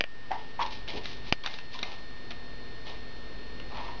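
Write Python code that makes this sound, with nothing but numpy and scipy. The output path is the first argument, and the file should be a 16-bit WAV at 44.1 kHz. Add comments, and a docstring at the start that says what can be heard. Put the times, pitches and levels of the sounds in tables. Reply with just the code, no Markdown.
"""A cat paws at the sliding tiles of a puzzle feeder on a wooden floor, in a small room.
Over room rumble and a camera's steady hiss and thin whine, the camera's casing clicks twice.
From 0.3 s tiles knock in the hollow board while claws tick on edges and scrape in stick and slip.
A paw lands softly at 0.9 s, the casing snaps sharply at 1.3 s, and after 2 s the pawing thins out.
Near the end the paw settles again and a tile slides, with three light knocks."""
import sys
import numpy as np
from scipy import signal
from scipy.fft import rfft, irfft
from scipy.io import wavfile

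SR = 44100
rng = np.random.default_rng(int(sys.argv[2]) if len(sys.argv) > 2 else 0)


def to_wav(sig):
    """Store sig (one row per channel, or 1-D mono) as 16-bit WAV at the path in sys.argv[1].

    Samples outside -1..1 are clipped; the rate is SR.
    """
    pcm = np.clip(np.atleast_2d(sig), -1, 1) * 32767
    pcm = np.round(pcm).astype(np.int16)
    wavfile.write(sys.argv[1], SR, pcm.T)  # frames by channels


N = 176400


def amp(db):
    """Decibels to gain."""
    return 10 ** (np.asarray(db) / 20)


def unit(x):
    """Scales to rms 1."""
    return x / np.sqrt(np.mean(x ** 2) + 1e-20)


def unit_peak(x):
    """Scales to peak 1."""
    return x / abs(x).max()


def seconds(size):
    """A time axis."""
    return np.arange(size) / SR


def read(points, hz):
    """Reads a curve on a log-frequency axis."""
    f, value = np.transpose(points)
    return np.interp(np.log(hz + 1), np.log(f + 1), value)


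def add(mix, start, sound):
    """Mixes a sound in at a time in seconds."""
    part = mix[max(round(start * SR), 0):][:len(sound)]
    part += sound[:len(part)]


def colour(x, points):
    """Shapes x with an EQ curve, at rms 1."""
    gain = amp(read(points, np.fft.rfftfreq(N, 1 / SR)))
    return unit(irfft(rfft(x) * gain, N))


def lowpass(x, top_hz):
    """Gently darkens a sound."""
    return signal.lfilter(*signal.butter(2, top_hz, fs=SR), x)


def drift(rate_hz):
    """Slow random wander, rms 1."""
    slow = np.exp(-(np.fft.rfftfreq(N, 1 / SR) / rate_hz) ** 2)
    return unit(irfft(rfft(rng.standard_normal(N)) * slow, N))


def tones(lines, waver_hz=0.7):
    """Steady sines whose pitch wanders a little."""
    out = 0
    for hz, db in lines:
        pitch = hz + waver_hz * drift(rate_hz=1.81)
        out += amp(db) * np.sin(2 * np.pi * np.cumsum(pitch) / SR)
    return np.sqrt(2) * out


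# Colour of the rumble and hiss. Each row: frequency in Hz, relative level in dB.
BED_EQ = [(15, -13.5), (45, 3), (65, -11), (110, -7.5), (200, -13.5), (420, -12), (650, -17.5), (1000, -17),
          (1500, -21.5), (2900, -20.5), (4300, -25), (5400, -28.5), (6200, -36), (7200, -47)]
# Mains hum in the room. Each row: pitch in Hz, level in dB before the fader.
MAINS_HUM = [(49.1, -60), (245.3, -62), (441.4, -67.5)]
# Fader moves on the rumble and hum. Each row: time in seconds, gain in dB.
BED_FADER = [(.05, -7.5), (.3, 1.5), (.6, 2.5), (1.29, 5), (1.349, -2), (2.101, 3), (4, 5.5)]


def background():
    """Room rumble and mains hum come up, dip once and creep back; the camera's hiss follows slightly."""
    noise = amp(-49.5) * colour(rng.standard_normal(N), BED_EQ)
    rumble = signal.sosfiltfilt(signal.butter(2, 700, fs=SR, output="sos"), noise)
    hiss = noise - rumble
    fader_db = np.interp(seconds(N), *np.transpose(BED_FADER))
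    return (rumble + tones(MAINS_HUM)) * amp(fader_db) + hiss * amp(0.35 * fader_db)


# Tones of the camera's whine, low to high. Each row: pitch in Hz, level in dB before any fade.
WHINE_TONES = [(1717, -66.5), (1823, -54.5), (2062, -70.5), (3646, -63.5), (4280.2, -58.5), (6745, -74.5)]


def camera_whine(fade_in_s=0.79):
    """A thin whine: two steady low tones, and higher ones that fade in."""
    fade_in = 1 - np.exp(-seconds(N) / fade_in_s)
    return tones(WHINE_TONES[:2]) + tones(WHINE_TONES[2:]) * fade_in


def ring(modes, t, centre_hz=1, octaves=1, skirt=1):
    """A struck body's dying modes; those far from the blow's centre get only the skirt's share."""
    out = 0
    for hz, db, t60 in modes:
        share = skirt + (1 - skirt) * np.exp(-(np.log2(hz / centre_hz) / octaves) ** 2)
        out += share * amp(db - 60 * t / t60) * np.sin(2 * np.pi * hz * t)
    return out


# Modes of the camera's casing. 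Each row: pitch in Hz, relative level in dB, 60 dB decay in seconds.
CASING_MODES = [(614, -1.5, 0.0083), (1110, -15, 0.02), (1950, -1, 0.0063), (2410, 5.5, 0.0055),
                (2780, 8.5, 0.0043), (4640, -17.5, 0.0046), (4770, 0.5, 0.0056), (5930, -6.5, 0.0061)]
# Casing clicks. Each row: start in seconds, ring level in dB, push level in dB, low-pass in Hz.
CASING_CLICKS = [(.0076, -6, -31, 4000), (0.0395, -16.5, -38, 2970), (1.325, -4.5, -8.5, 6400)]


def casing_clicks(rise_s=0.00037, push_s=0.00024, rattle_s=0.0075):
    """Dry clicks right at the microphone: a low push, a short ring, a rattle; light ones are duller."""
    out, t = np.zeros(N), seconds(2500)
    snap = ring(CASING_MODES, t) * (1 - np.exp(-t / rise_s))
    push = -t / push_s * np.exp(1 - t / push_s)
    for start, ring_db, push_db, top_hz in CASING_CLICKS:
        click = unit_peak(lowpass(snap, top_hz))
        loose = rng.standard_normal(len(t)) * np.exp(-t / rattle_s)
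        rattle = signal.fftconvolve(click, loose / np.linalg.norm(loose))[:len(t)]
        add(out, start, amp(ring_db) * (click + amp(-10) * rattle))
        add(out, start - push_s, amp(push_db) * push)
    return out


# Reverb of the small room. Each row: frequency in Hz, 60 dB decay in seconds.
ROOM_DECAY = [(200, 0.16), (900, 0.32), (3000, 0.28), (7000, 0.23)]


def room(x, wet_db):
    """Adds a tail of dense reflections, each band dying at its own speed."""
    size = SR // 2
    reflections = rng.standard_normal(size) * (rng.random(size) < .1)
    reflections *= seconds(size) > .004  # pre-delay
    hz, t, bands = signal.stft(reflections, SR, nperseg=256)
    decay = amp(-60 * t / read(ROOM_DECAY, hz)[:, None])
    tail = signal.istft(bands * decay, SR, nperseg=256)[1]
    return x + amp(wet_db) * signal.fftconvolve(x, tail / np.linalg.norm(tail))[:N]


# Modes of the hollow board. 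Each row: pitch in Hz, relative level in dB, 60 dB decay in seconds.
BOARD_MODES = [(622, -4.5, 0.32), (798, -1.5, .22), (869, -5, 0.31), (960, -2.5, 0.27), (1033, -2.5, 0.16),
               (1167, -2.5, 0.19), (1302, -2.5, 0.11)]
# Colour of the dull contact noise. Each row: frequency in Hz, relative level in dB.
CONTACT_EQ = [(80, -19.5), (300, -3.5), (900, -3), (2000, 2), (5000, -22.5)]
# Tile knocks. Each row: start in seconds, level in dB, pitch of the air pocket under the tile in Hz.
TILE_KNOCKS = [(.3075, -27, 747), (.3145, -19.5, 832), (0.329, -29, 870), (.592, -22, 898),
               (.5975, -22.5, 1088), (.608, -28.5, 967), (.6125, -21, 993), (1.4424, -35.5, 1086),
               (1.468, -38, 847), (1.749, -38, 1014), (2.3095, -42, 703), (3.781, -33.5, 874),
               (3.8, -34.5, 1014), (3.886, -33, 985)]


def tile_knocks(rise_s=.0025, pocket_t60_s=0.025, contact_s=.005):
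    """A tile bumps in its slot: contact noise, the air pocket's hollow note, then the board's ring."""
    out, contact_envelope, t = np.zeros(N), np.zeros(N), seconds(16000)
    attack = 1 - np.exp(-t / rise_s)
    for start, db, hz in TILE_KNOCKS:
        pocket = ring([(hz, 0, pocket_t60_s)], t)
        board = amp(-14) * ring(BOARD_MODES, t, hz, octaves=.14, skirt=.13)
        add(out, start, amp(db) * unit_peak(attack * (pocket + board)))
        add(contact_envelope, start, amp(db - 8) * attack * np.exp(-t / contact_s))
    contact = contact_envelope * colour(rng.standard_normal(N), CONTACT_EQ)
    return room(out + contact, wet_db=-8)


# Modes of a tile. Each row: pitch in Hz, relative level in dB, 60 dB decay in seconds.
TILE_MODES = [(2094, -13, 0.24), (2423, 2, 0.017), (2840, -6, .03), (3934, -4, 0.031), (4410, 1, 0.02),
              (5605, 5, 0.0086)]
# Colour of a claw's scratch. 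Each row: frequency in Hz, relative level in dB.
SCRATCH_EQ = [(200, -8), (700, 3.5), (1500, -8), (2400, 7.5), (3100, 7.5), (3700, 8.5), (5000, 5),
              (6200, -2), (7200, -3)]
# Claw ticks. Each row: start in seconds, level in dB, pitch of the struck edge in Hz.
CLAW_TICKS = [(0.315, -30.5, 1970), (0.6213, -29, 3360), (0.6255, -27, 3280), (0.6299, -31, 3940),
              (0.6617, -30, 3670), (0.8779, -32, 2650), (1.056, -26.5, 3720), (1.437, -31, 3280),
              (1.447, -33.5, 2320), (1.4609, -21.5, 3680), (1.474, -28.5, 2640), (1.5391, -30.5, 3670),
              (1.587, -30, 2650), (1.79, -30, 3590), (1.829, -21, 3760), (1.8319, -29.5, 2440),
              (2.3063, -32.5, 3700), (2.3114, -33, 2700), (2.3185, -35.5, 3190), (2.879, -38, 2630),
              (3.5995, -34.5, 2800), (3.771, -35.5, 3470)]


def claw_ticks(rise_s=0.0011, edge_t60_s=0.0093, crack_s=0.0041):
    """A claw catches an edge: a tiny crack, the edge's brief note and the fainter ring of the tile."""
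    out, t = np.zeros(N), seconds(8000)
    attack = 1 - np.exp(-t / rise_s)
    scratch = colour(rng.standard_normal(N), SCRATCH_EQ)
    noise = unit(scratch + colour(rng.standard_normal(N), CONTACT_EQ))
    for start, db, hz in CLAW_TICKS:
        modes = np.array(TILE_MODES)
        modes[:, 0] *= 1 + .015 * rng.standard_normal(len(modes))  # each hit is slightly detuned
        edge = ring([(hz, 0, edge_t60_s)], t)
        tile = amp(-13.5) * ring(modes, t, hz, octaves=.4, skirt=.5)
        add(out, start, amp(db) * unit_peak(attack * (edge + tile)))
        crack = lowpass(noise[round(start * SR):][:len(t)], 1.7 * hz)  # duller on low edges
        add(out, start, amp(db - 6) * crack * np.exp(-t / crack_s))
    return room(out, wet_db=-10.5)


def stick_slip(grains_per_s=2600, spread_db=3.5):
    """Friction: a dense train of tiny impulses of uneven size."""
    size = amp(spread_db * np.minimum(rng.exponential(1, N), 4))
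    return size * rng.choice([-1, 1], N) * (rng.random(N) < grains_per_s / SR)


def pressure(start, rise, fall):
    """Envelope of one stroke: the paw bears down, then eases off."""
    t = seconds(N) - start
    return np.clip(t / rise, 0, 1) * np.clip(1 - (t - rise) / fall, 0, 1) ** 1.12


# Colour of a sliding tile. Each row: frequency in Hz, relative level in dB.
SLIDE_EQ = [(80, -14.5), (300, -7), (600, 4), (850, 5), (1020, 3), (1450, -13), (2200, -8), (4000, -43)]
# Scraping strokes. Each row: start, rise and fall in seconds, claw level in dB,
# claw low-pass in Hz, sliding tile level in dB.
SCRAPE_STROKES = [(0.316, 0.01, 0.37, -52.5, 4470, -63), (0.599, 0.0057, 0.12, -42.5, 4550, -41),
                  (.7, 0.012, 0.14, -44.5, 4970, -60.5), (.868, 0.022, 0.097, -40.5, 4140, -48.5),
                  (.95, .02, 0.082, -43, 4030, -48), (1.02, 0.042, .17, -44, 6000, -73),
                  (1.221, 0.075, 0.016, -43.5, 4500, -60.5), (1.451, 0.0071, 0.22, -43.5, 6300, -52),
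                  (1.71, 0.037, 0.092, -42.5, 5470, -53), (1.8, 0.068, 0.2, -47.5, 5000, -48),
                  (2.845, 0.034, 0.14, -46, 3920, -48.5), (3.684, 0.075, 0.31, -47, 3400, -43)]


def scrapes():
    """Each stroke scratches the surface and drags a tile that sets the hollow board ringing."""
    clumps = amp(2 * drift(rate_hz=41))  # the claw catches and skips
    scratch = colour(stick_slip(), SCRATCH_EQ) * clumps
    board = unit(signal.fftconvolve(stick_slip(), ring(BOARD_MODES, seconds(16000)))[:N])
    slide = unit(colour(stick_slip(), SLIDE_EQ) + amp(-2.5) * board)
    out = np.zeros(N)
    for start, rise, fall, claw_db, top_hz, tile_db in SCRAPE_STROKES:
        claw = unit(lowpass(scratch, top_hz))
        out += pressure(start, rise, fall) * (amp(claw_db) * claw + amp(tile_db) * slide)
    return room(out, wet_db=-9.5)


# Colour of a paw's rub. Each row: frequency in Hz, relative level in dB.
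PAW_EQ = [(40, 0.5), (160, -2), (420, 4.5), (600, -6), (1200, -20.5), (3000, -36.5)]
# Paw landings. Each row: start, rise and fall in seconds, level in dB.
PAW_LANDINGS = [(.925, 0.03, 0.07, -38), (3.55, 0.051, 0.089, -51)]


def paw_landings():
    """The dull rub of a soft paw settling on the board."""
    envelope = sum(amp(db) * pressure(start, rise, fall) for start, rise, fall, db in PAW_LANDINGS)
    return colour(stick_slip(), PAW_EQ) * envelope


def scene():
    """The background, the camera's own noises and the cat at its feeder, mixed to mono."""
    backdrop = background() + camera_whine() + casing_clicks()
    cat = tile_knocks() + claw_ticks() + scrapes() + paw_landings()
    return (backdrop + cat)[None]


def record(dry, rolloff_hz=6115, band_limit_hz=7150, dc_offset=-0.027):
    """Rolls off the treble, shifts the zero line slightly and cuts the top end steeply."""
    soft = signal.sosfilt(signal.butter(10, rolloff_hz, fs=SR, output="sos"), dry)
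    band_limit = signal.firwin(301, band_limit_hz, window=("kaiser", 9), fs=SR)
    return signal.oaconvolve(soft + dc_offset, band_limit[None], "same")


dry = scene()
out = record(dry)
to_wav(out)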